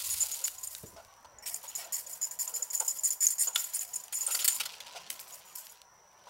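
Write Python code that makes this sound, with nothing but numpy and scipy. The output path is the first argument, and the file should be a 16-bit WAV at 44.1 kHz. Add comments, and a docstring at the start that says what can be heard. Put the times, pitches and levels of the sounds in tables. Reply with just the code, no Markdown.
"""Outdoors at night, a cage of burning embers is swung on a chain and dragged over the ground.
Links chink as short bursts of decaying tones, and metal slides as shaped streams of tiny impacts.
Embers hiss and snap, the cage scrapes through grit and shoes scuff the earth, all as short bursts.
Faint insects, a distant wash and a little wind are filtered noise in the background."""
import sys
import numpy as np
from scipy import signal
from scipy.io import wavfile
from scipy.ndimage import uniform_filter1d

SR = 44100
rng = np.random.default_rng(int(sys.argv[2]) if len(sys.argv) > 2 else 0)


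def output_pcm(signal):
    """Save a mono or channel-first signal as 16-bit PCM at the path in sys.argv[1].

    Samples are clipped to [-1, 1] before scaling.
    """
    pcm = np.clip(np.atleast_2d(signal).T, -1, 1) * 32767
    wavfile.write(sys.argv[1], SR, np.round(pcm).astype(np.int16))


N = 277609
TIME = np.arange(N) / SR  # the clock [s]


# ringing tones of the small links, damped by their neighbours:
# (frequency [Hz], level [dB], time to fall by 60 dB [s])
LINK_TONES = [(5150, -4.5, 0.061), (6793, 7.5, 0.032), (6940, 12, 0.034), (7120, 6, 0.073),
              (7900, -26, 0.031), (12300, -13.5, 0.025), (14900, -17, 0.015)]
# colour of metal rubbing on metal: (frequency [Hz], level [dB per Hz])
STEEL_COLOUR = [(400, -34), (1500, -18.5), (1950, -9), (2400, -13.5), (2900, -13.5), (3400, -13),
                (3750, -21), (4200, -11), (5100, -1.5), (6000, -7), (7000, 1.5), (8700, 1), (10500, -1),
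                (12200, 4), (13800, -5), (15500, 0)]
# jerks of the chain: (time [s], length [s], chink level [dB], main chink frequency [Hz],
# slide level of metal over metal [dB], before a 0.25 dB lift in the chain)
JERKS = [(0.056, .019, -41, 7130, -41), (0.098, .034, -35, 6960, -37.5), (0.204, .03, -27, 7070, -40.5),
         (0.317, 0.027, -36, 6800, -45), (0.44, 0.011, -27, 7150, -37.5),
         (0.581, 0.0084, -42.5, 6700, -45.5), (0.632, 0.0086, -37.5, 6730, -43),
         (0.671, 0.0067, -40, 7050, -50), (0.707, 0.059, -69, 7000, -46.5), (0.781, 0.018, -67, 7000, -49),
         (0.86, .026, -53, 7140, -53), (1.386, .002, -44, 6780, -73), (1.424, 0.014, -64, 7000, -54),
         (1.46, 0.023, -46, 6860, -37.5), (1.5, 0.022, -63, 7000, -42), (1.541, .007, -41, 7040, -41),
         (1.629, 0.0066, -59, 7000, -43.5), (1.678, 0.022, -42, 6800, -48.5),
         (1.751, .011, -33, 7270, -42.5), (1.769, 0.032, -55, 7000, -41.5), (1.843, 0.0067, -44, 7040, -54),
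         (1.923, .036, -34, 6600, -35.5), (1.98, 0.01, -41.5, 7100, -39.5),
         (2.065, 0.0087, -41.5, 6860, -46), (2.095, 0.023, -52, 6950, -43.5),
         (2.131, 0.0073, -37.5, 6930, -44), (2.214, 0.038, -31, 7240, -41),
         (2.31, .006, -36.5, 7110, -42.5), (2.389, 0.032, -32.5, 7150, -36.5),
         (2.476, 0.0043, -31.5, 7100, -41), (2.539, 0.038, -34, 7300, -40), (2.623, 0.0069, -27, 7040, -41),
         (2.702, .009, -35, 6600, -45), (2.731, 0.012, -42, 6980, -35), (2.75, 0.0037, -24.5, 6950, -47),
         (2.765, 0.013, -35, 7050, -48), (2.798, 0.0086, -26, 7050, -39.5), (2.848, 0.0075, -42, 7000, -40),
         (2.879, 0.0062, -24.5, 7100, -36.5), (2.892, 0.021, -32, 6950, -41.5),
         (2.952, 0.027, -49, 7100, -43), (2.985, 0.011, -35, 7070, -49), (3.035, 0.037, -27, 7050, -35),
         (3.105, 0.0046, -25, 7100, -39.5), (3.12, 0.0058, -31, 6960, -40.5),
         (3.206, .05, -27, 7070, -33.5), (3.269, 0.0045, -22, 6860, -38), (3.287, 0.0032, -31, 7300, -58),
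         (3.303, 0.0067, -31, 7100, -33.5), (3.324, .014, -35, 7030, -57), (3.382, 0.016, -34, 6700, -36),
         (3.403, .028, -29.5, 7160, -32), (3.471, 0.013, -28, 7000, -48), (3.53, 0.0095, -43, 6850, -57),
         (3.55, 0.0099, -33.5, 7080, -54), (3.575, 0.035, -36.5, 7260, -35),
         (3.641, 0.0079, -34.5, 6940, -38), (3.692, .035, -54, 7050, -49), (3.867, 0.036, -59, 7000, -50),
         (3.734, 0.028, -38.5, 7110, -35), (3.791, .004, -30.5, 7400, -41),
         (3.81, 0.0091, -34.5, 7300, -40), (3.934, 0.015, -36.5, 6700, -43),
         (3.958, 0.0058, -30.5, 6640, -49), (3.999, .004, -41.5, 6700, -52), (4.037, .004, -42, 6800, -50),
         (4.125, 0.056, -36.5, 7060, -38.5), (4.208, 0.02, -32, 6950, -37), (4.267, 0.012, -36, 7100, -41),
         (4.309, 0.052, -35.5, 7130, -34.5), (4.404, 0.022, -37.5, 7000, -39.5),
         (4.488, 0.045, -35, 7200, -39), (4.548, .01, -38.5, 7140, -38), (5.1, 0.0056, -58, 7000, -38.5),
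         (5.197, .006, -60, 7000, -45.5), (5.277, 0.037, -71, 7000, -51.5), (5.323, 0.02, -48, 6800, -52),
         (5.341, 0.0048, -69, 7000, -47), (5.451, 0.11, -61, 6900, -58), (5.553, 0.025, -59, 6750, -41),
         (5.634, 0.027, -64, 7000, -55), (5.695, 0.0085, -52.5, 6890, -52)]
# direct strikes on the large rings: (time [s], length [s], level [dB], main frequency [Hz])
RING_STRIKES = [(0.105, .034, -36.5, 10000), (0.197, .033, -37, 9300), (0.638, .008, -40, 8500),
                (0.671, 0.0057, -37.5, 8970), (1.541, .007, -39.5, 8540), (2.799, 0.0074, -31, 8520),
                (3.041, 0.02, -32, 8540), (3.106, .004, -33.5, 10010), (3.209, 0.061, -38, 8980),
                (3.306, .007, -31.5, 8700), (3.393, 0.031, -28.5, 8420), (3.547, 0.012, -36, 10100),
                (3.745, 0.015, -31, 9850), (3.803, 0.02, -43.5, 9030), (3.956, 0.0061, -34.5, 9400),
                (4.13, 0.026, -37, 9800), (4.264, 0.012, -28, 8530), (4.306, 0.056, -38, 9800),
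                (4.495, 0.03, -36.5, 8980), (4.544, 0.011, -37.5, 9880)]


def chain():
    """Each jerk rattles the small links, stirs the large rings and drags metal over metal."""
    out = np.zeros(N)
    for start, length, db, hz, _ in JERKS:
        chink = jingle(length, LINK_TONES, hz, favour_db=8, contacts_per_s=300, detune=0.009)
        add(out, start, amp(db) * chink)
        # the rings sound 19 dB below the chink
        add(out, start, amp(db - 19) * rings(length, RING_TONES[0][0]))
    for start, length, db, hz in RING_STRIKES:
        add(out, start, amp(db) * rings(length, hz))
    start, length, *_, slide_db = np.transpose(JERKS)
    # the chain slides on 8.1 ms after the links have met, then the last links settle
    slide = strokes(start, length + 0.0081, slide_db + 0.25, fall=0.026, tail_db=-16, tail=0.04)
    rubbing = patchy(grains(per_s=16000, spread_db=2.0), depth_db=3.0)
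    rubbing = rubbing * flutter(rate=220, depth_db=3.0)
    return out + colour(slide * rubbing, STEEL_COLOUR)


# ringing tones of the large rings, which hang freer:
# (frequency [Hz], level [dB], time to fall by 60 dB [s])
RING_TONES = [(8533, -5, 0.11), (9010, 1.5, 0.049), (9750, -8, 0.07), (10040, -0.5, 0.067),
              (10220, -5.5, 0.035)]


def rings(length, main_hz):
    """The large rings meet less often than the links and almost keep their pitch."""
    return jingle(length, RING_TONES, main_hz, favour_db=10, contacts_per_s=140, detune=0.0016)


# hardest knocks of the chain: (time [s], peak level of the ping's envelope [dB], frequency [Hz])
CLACKS = [(.2065, -24, 7200), (.675, -31, 7100), (1.544, -22, 6950), (2.8058, -19, 6840),
          (3.2679, -9.5, 6610)]


def clacks(swell=0.00066, spray_db=-11, spray_fall=0.0012):
    """The chain snaps taut: steel meets steel in one hard, very short ping with a bright edge."""
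    pings, spray = np.zeros(N), np.zeros(N)
    t = np.arange(SR // 100) / SR
    for start, db, hz in CLACKS:
        envelope = t / swell * np.exp(1 - t / swell)  # reaches its peak of 1 at swell [s]
        add(pings, start, amp(db) * envelope * np.sin(2 * np.pi * hz * t))
        edge = np.exp(-t / spray_fall) * rng.standard_normal(len(t))
        add(spray, start, amp(db + spray_db) * edge)
    return pings + colour(spray, STEEL_COLOUR)


# ringing tones of the cage: (frequency [Hz], level [dB], time to fall by 60 dB [s])
CAGE_TONES = [(1895, -4.5, 0.16), (2030, -5, 0.048), (2270, 0, 0.053), (2947, -9, 0.056),
              (5450, 11.5, 0.04), (5330, -7.5, 0.023)]
# the cage swings hard against its chain: (time [s], length [s], level [dB])
CLATTERS = [(1.425, 0.018, -50), (1.463, 0.005, -39.5), (1.5, 0.047, -53.5), (1.78, 0.05, -50),
            (3.212, 0.018, -48)]


def cage():
    """The cage knocks against its chain: lightly at every jerk, now and then on its own account."""
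    out = np.zeros(N)
    # light knocks lie 22 dB below the listed slide level
    light = [(start, length, slide_db - 22) for start, length, *_, slide_db in JERKS]
    for start, length, db in list(CLATTERS) + light:
        knock = jingle(length, CAGE_TONES, 0, 0, contacts_per_s=320, detune=0.02)
        add(out, start, amp(db) * knock)
    return out


# colour of the sparks: (frequency [Hz], level [dB per Hz])
SPARK_COLOUR = [(470, -55), (800, -35), (953, -23), (1080, -29), (1700, -17.5), (2910, -7), (4990, 0.5),
                (5510, -3.5), (6910, 2.5), (12000, 0.5), (16000, -2)]


def shower():
    """Sparks fizz as a dense stream of tiny impacts that holds, then burns out."""
    start_db, hold_s, fade_db_per_s, last_db = -38.5, 0.25, 38.5, -82.5
    fade_db = start_db - fade_db_per_s * np.maximum(TIME - hold_s, 0)
    fizz = patchy(grains(per_s=8700, spread_db=4.5), depth_db=-0.5)
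    fizz = fizz * flutter(rate=120, depth_db=3.5)
    return colour(amp(np.maximum(fade_db, last_db)) * fizz, SPARK_COLOUR)


# the coals as the swing and the ground stir them: (time [s], level [dB]),
# before the crackle's lift of 3 dB and the stray sparks' cut of 8.5 dB
COALS = [(0.0, -51.5), (0.33, -55), (0.46, -65), (1.3, -78.5), (1.47, -82), (1.66, -60), (2.26, -70),
         (3.35, -74), (3.66, -57), (3.9, -65.5), (4.17, -65.5), (4.29, -54), (4.48, -50), (5.75, -67.5),
         (5.9, -85.5), (6.29, -69)]
# grit rattling in the cage; also colours the coals and splinters: (frequency [Hz], level [dB per Hz])
GRIT_COLOUR = [(150, -50), (500, -25), (1150, -10), (1400, -3.5), (1750, -10), (2100, -3), (2450, -0.5),
               (2900, 3), (3600, -0.5), (4500, 0.5), (6000, -3.5), (9000, -11), (16000, -22)]


def coals():
    """Fanned coals crackle as sparser impacts; a few stray sparks tick along with them."""
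    crackle = patchy(grains(per_s=2500, spread_db=3.8), depth_db=2.6)
    crackle = crackle * flutter(rate=70, depth_db=1.8)
    rush = amp(3) * level(COALS) * crackle
    # a faint floor keeps the stray sparks going when the coals are quiet
    strays = (amp(-84.5) + amp(-8.5) * level(COALS)) * grains(per_s=45, spread_db=3)
    return colour(rush, GRIT_COLOUR) + colour(strays, SPARK_COLOUR)


# embers bursting: (time [s], level [dB], centre frequency [Hz]); the crack peaks 2 dB above this level
SNAPS = [(0.4525, -24, 7200), (0.4806, -14, 10400), (0.7502, -20, 6170), (1.049, -37.5, 5900),
         (1.1393, -44, 5790), (1.259, -46, 6100), (4.0819, -30.5, 6800), (4.5734, -38, 3110),
         (4.804, -46, 4350), (4.814, -37, 3270), (4.8703, -33, 3170), (4.9152, -40, 4290),
         (5.1034, -14, 7400), (5.1416, -32, 6670), (5.1941, -26.5, 3930), (5.669, -32.5, 5040),
         (5.8175, -34, 5800)]


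def snaps(cycles=0.6, splinter_db=-14, splinter_fall=0.0019):
    """An ember bursts: a pulse of about one cycle, then a short spray of splinters."""
    cracks, spray = np.zeros(N), np.zeros(N)
    t = np.arange(SR // 40) / SR
    for start, db, hz in SNAPS:
        push = np.sin(2 * np.pi * hz * t) * np.exp(-t * hz / cycles)
        pulse = np.diff(push, prepend=0)  # moves no net air
        add(cracks, start, amp(db + 2.0) * pulse / abs(pulse).max())
        splinters = np.exp(-t / splinter_fall) * rng.standard_normal(len(t))
        add(spray, start, amp(db + splinter_db) * splinters)
    return cracks + colour(spray, GRIT_COLOUR)


# the cage scrapes the ground: (time [s], length [s], grit level [dB] before a 1.2 dB lift of the stones,
# resonance [Hz], metal rasp level [dB])
SCRAPES = [(1.458, 0.029, -48.5, 3060, -53), (1.79, 0.064, -51.5, 1930, -61),
           (3.558, 0.003, -24.5, 3450, -29), (4.126, 0.0057, -39.5, 1430, -43),
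           (4.272, 0.014, -54, 1390, -43), (4.306, 0.012, -41, 2620, -47), (4.347, 0.0065, -33, 4500, -42),
           (4.39, 0.018, -37.5, 3160, -34), (4.417, .011, -40, 5140, -43), (4.444, 0.013, -38, 4430, -21.5),
           (4.478, 0.0083, -31, 4340, -18.5), (4.599, 0.016, -31, 4690, -34),
           (4.633, 0.0051, -41.5, 4530, -44), (4.654, 0.0093, -37, 4230, -35.5),
           (4.803, 0.0021, -38, 4070, -48), (4.959, 0.018, -44, 5030, -73)]


def ground():
    """The dragged cage grinds grit, rasps and stirs the earth."""
    start, length, db, hz, rasp_db = np.transpose(SCRAPES)
    stones = accent(grit(), start, hz, width_hz=200, boost_db=1)
    stones = stones * strokes(start, length, db + 1.2, fall=0.0054, tail_db=-44, tail=0.019)
    rasp = colour(patchy(grains(per_s=13000, spread_db=-0.5), depth_db=5), STEEL_COLOUR)
    rasp = rasp * strokes(start, length, rasp_db, fall=0.0033, tail_db=-17, tail=0.016)
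    # the earth lies 17 dB below the listed grit level and resonates at 1370 Hz
    stirred = earth(start, length, db - 17, np.full(len(start), 1370))
    return stones + rasp + stirred


def grit():
    """Small stones grinding together: a shifting stream of tiny impacts."""
    stones = patchy(grains(per_s=5100, spread_db=3.0), depth_db=4)
    return unit(colour(stones, GRIT_COLOUR))


# colour of scuffed earth: (frequency [Hz], level [dB per Hz])
EARTH_COLOUR = [(60, -44), (200, -37.5), (330, -13), (520, 3.5), (650, 1.5), (950, 4), (1180, -6),
                (1420, 4), (1700, -15), (5000, -22)]


def earth(start, length, db, hz):
    """Strokes through soft earth, each with a hollow resonance."""
    noise = colour(rng.standard_normal(N), EARTH_COLOUR)
    noise = accent(noise, start, hz, width_hz=93, boost_db=9)
    return noise * strokes(start, length, db, fall=0.006, tail_db=-8.0, tail=0.063)


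# feet scuff the earth: (time [s], length [s], level [dB], resonance [Hz])
SCUFFS = [(0.233, 0.016, -51, 860), (0.405, 0.049, -56.5, 430), (0.963, 0.041, -51, 645),
          (1.246, 0.0079, -52, 950), (1.638, 0.017, -49.5, 990), (1.781, 0.11, -55, 690),
          (2.468, 0.039, -52, 1000), (2.528, 0.1, -58, 474), (2.801, 0.025, -43, 890),
          (3.47, 0.018, -43.5, 980), (4.276, 0.03, -45, 1350), (4.344, .009, -42, 1340),
          (4.948, 0.024, -47, 706), (6.27, .029, -53, 1000)]


def scuffs():
    """Shoes rub over earth and a little grit, which lies 7 dB below the earth."""
    start, length, db, hz = np.transpose(SCUFFS)
    stones = grit() * strokes(start, length, db - 7, fall=0.005, tail_db=-24, tail=0.02)
    return earth(start, length, db, hz) + stones


# dull footfalls: (time [s], level [dB], length [s])
STEPS = [(0.834, -44.5, 0.0083), (0.93, -59, 0.021)]
# colour of a sole landing: (frequency [Hz], level [dB per Hz])
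SOLE_COLOUR = [(30, -24), (90, 2), (150, 0), (240, -3), (340, 2), (580, -1.5), (800, -18), (2000, -25)]


def footfalls():
    """Shoes land dully: short strokes of low noise."""
    start, db, length = np.transpose(STEPS)
    envelope = strokes(start, length, db, fall=0.0076, tail_db=-7, tail=0.048)
    return colour(envelope * rng.standard_normal(N), SOLE_COLOUR)


# colour of insect song: (frequency [Hz], level [dB per Hz])
INSECT_COLOUR = [(4800, -28), (5450, -11.5), (5700, -9), (5860, -0.5), (6020, -3.5), (6200, -29),
                 (7000, -30)]


def insects():
    """A steady, faint chorus: a narrow band of noise that trembles quickly."""
    trill = colour(rng.standard_normal(N), INSECT_COLOUR)
    return amp(-65.5) * trill * flutter(rate=68, depth_db=-0.6)


# the distant wash rises and falls: (time [s], level [dB])
WASH = [(0, -59), (.85, -63), (1.35, -58.5), (3.3, -61), (4.1, -60.5), (4.5, -57), (5.2, -57.5), (5.8, -63),
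        (6.29, -61.5)]
# colour of the distant wash: (frequency [Hz], level [dB per Hz])
WASH_COLOUR = [(30, -27), (160, -9), (270, -14.5), (420, -9.5), (600, -1.5), (840, -2), (980, 4),
               (1170, -6), (1450, -7), (2200, -12.5), (4000, -35), (8000, -26), (12500, -48), (16000, -27)]


def distant_wash():
    """A far-off wash: noise whose colour and level drift."""
    noise = patchy(rng.standard_normal(N), depth_db=3.5, size=2048)
    return level(WASH) * colour(noise, WASH_COLOUR)


# gusts on the microphone: (time of the peak [s], level [dB]), added to a faint steady wind
GUSTS = [(0.16, -60.5), (0.6, -69), (0.86, -69), (1.05, -68.5), (1.35, -70)]
# colour of the wind: (frequency [Hz], level [dB per Hz])
GUST_COLOUR = [(20, -4), (45, 3), (80, 9), (130, -3.5), (250, -20), (500, -31.5)]


def wind():
    """A few soft gusts of low noise before the air calms."""
    width_s, calm_db = 0.11, -82
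    strength = amp(calm_db)
    for peak, db in GUSTS:
        strength = strength + amp(db) * np.exp(-((TIME - peak) / width_s) ** 2)
    return strength * colour(rng.standard_normal(N), GUST_COLOUR) * flutter(rate=12, depth_db=0.5)


def outdoors(x, echo_db=-16):
    """Ground and nearby things scatter back a thin, short tail."""
    t = np.arange(SR // 2) / SR
    fade = amp(-60 * t / 0.3)  # falls by 60 dB in 0.3 s
    sparse = rng.random(len(t)) < 3000 / SR
    taps = rng.standard_normal(len(t)) * sparse * (t > 0.004) * fade
    return x + amp(echo_db) * signal.oaconvolve(x, taps / np.linalg.norm(taps))[:N]


def amp(db):
    """Turns decibels into a gain."""
    return 10 ** (np.asarray(db) / 20)


def unit(x):
    """Scales a sound to an average (rms) strength of 1."""
    return x / np.sqrt(np.mean(x ** 2) + 1e-20)


def level(curve):
    """Turns a curve of (time [s], level [dB]) into a gain at every sample."""
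    return amp(np.interp(TIME, *np.transpose(curve)))


def add(mix, start, sound):
    """Mixes a sound in at its start time [s]."""
    part = mix[max(round(start * SR), 0):][:len(sound)]
    part += sound[:len(part)]


def colour(x, points, size=4096):
    """Shapes a sound's spectrum with a filter of unit energy that never sounds ahead of time."""
    hz, db = np.transpose(points)
    f = np.log(abs(np.fft.fftfreq(size, 1 / SR)) + 1)
    log_gain = np.log(amp(np.interp(f, np.log(hz + 1), db)))
    # minimum phase: the filter answers as promptly as its spectrum allows
    taps = np.fft.ifft(np.exp(np.conj(signal.hilbert(log_gain)))).real[:size // 2]
    return signal.oaconvolve(x, taps / np.linalg.norm(taps))[:N]


def flutter(rate, depth_db):
    """A gain that wanders at random, with a new target rate times a second."""
    knots = rng.standard_normal(N)
    return amp(depth_db * np.interp(TIME * rate, np.arange(N), knots))


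def grains(per_s, spread_db):
    """Random tiny impacts of uneven strength; a positive spread makes a few much stronger."""
    size = amp(spread_db * np.minimum(rng.exponential(1, N), 5))
    happens = rng.random(N) < per_s / SR
    return unit(size * rng.choice([-1, 1], N) * happens)


def strokes(starts, lengths, dbs, fall, tail_db, tail):
    """Loudness of strokes that set in almost at once, hold, drop and trail off."""
    power, t = np.zeros(N), np.arange(SR // 3) / SR
    for start, length, db in zip(starts, lengths, dbs):
        after = np.maximum(t - length, 0)
        onset = np.minimum(t / 0.00058, 1)
        release = np.exp(-after / fall) + amp(tail_db) * np.exp(-after / tail)
        shape = onset * release / (1 + amp(tail_db))
        add(power, start, (amp(db) * shape) ** 2)
    return np.sqrt(power)


def jingle(length, modes, main_hz, favour_db, contacts_per_s, detune, count=32):
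    """Metal parts knock in quick succession, each a little off pitch; about rms 1 over the burst."""
    t, out = np.arange(SR // 8) / SR, np.zeros(SR // 4)
    place, size = rng.random(count), rng.standard_normal(count)
    pitch = rng.standard_normal((count, len(modes)))
    place[0], size[0] = 0, 0.5  # the first knock is prompt and firm
    hz, db, t60 = np.transpose(modes)
    # the point of contact favours the tones near main_hz
    db = db + favour_db * np.exp(-((hz - main_hz) / 170) ** 2)
    decay = amp(db[:, None] - 60 * t / t60[:, None]) * (1 - np.exp(-t / 0.0014))
    hits = int(np.clip(round(length * contacts_per_s), 1, count))
    for k in range(hits):
        turns = (hz * (1 + detune * pitch[k]))[:, None] * t
        ring = (decay * np.sin((2 * np.pi * turns).astype(np.float32))).sum(0)
        add(out, length * (k + place[k]) / hits, amp(2 * size[k]) * ring)
    # the chain pulls taut again and chokes the ring
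    slack = np.maximum(np.arange(len(out)) / SR - length, 0)
    out = out * (0.45 + 0.5 * np.exp(-slack / 0.00194))
    return out / np.sqrt(np.sum(out ** 2) / ((length + 0.0016) * SR))


def patchy(x, depth_db, size=512):
    """Makes a sound's colour shift at random from moment to moment."""
    overlap = size * 3 // 4
    z = signal.stft(x, nperseg=size, noverlap=overlap)[2]
    patches = rng.standard_normal(z.shape)
    patches = uniform_filter1d(patches, size=4, axis=0)  # smooth over frequency
    patches = unit(uniform_filter1d(patches, size=7, axis=1))  # smooth over time
    z = z * unit(amp(depth_db * patches))
    return signal.istft(z, nperseg=size, noverlap=overlap)[1][:N]


def accent(x, starts, hz, width_hz, boost_db):
    """Gives each stroke a resonance of its own; rms 1."""
    # each resonance is in place 3 ms before its stroke
    stroke = np.maximum(np.searchsorted(np.sort(starts), TIME + 0.003) - 1, 0)
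    turn = np.exp(2j * np.pi * np.cumsum(hz[stroke]) / SR)
    r = np.exp(-np.pi * width_hz / SR)
    # shift the resonance down to zero frequency, smooth there, and shift it back
    resonance = 2 * (turn * signal.lfilter([1 - r], [1, -r], x / turn)).real
    return unit(x + amp(boost_db) * resonance)


def scene():
    """Chain, cage, fire, ground and feet, with their echo, in the open night."""
    metal = chain() + clacks() + cage()
    fire = shower() + coals() + snaps()
    earthy = ground() + scuffs() + footfalls()
    background = insects() + distant_wash() + wind()
    return (outdoors(metal + fire + earthy) + background)[None]


def record(dry):
    """The recorder's band limit: the treble above 15850 Hz is cut off."""
    taps = signal.firwin(401, 15850, window=("kaiser", 8), fs=SR)
    return signal.oaconvolve(dry, taps[None], "same")


dry = scene()
out = record(dry)
output_pcm(out)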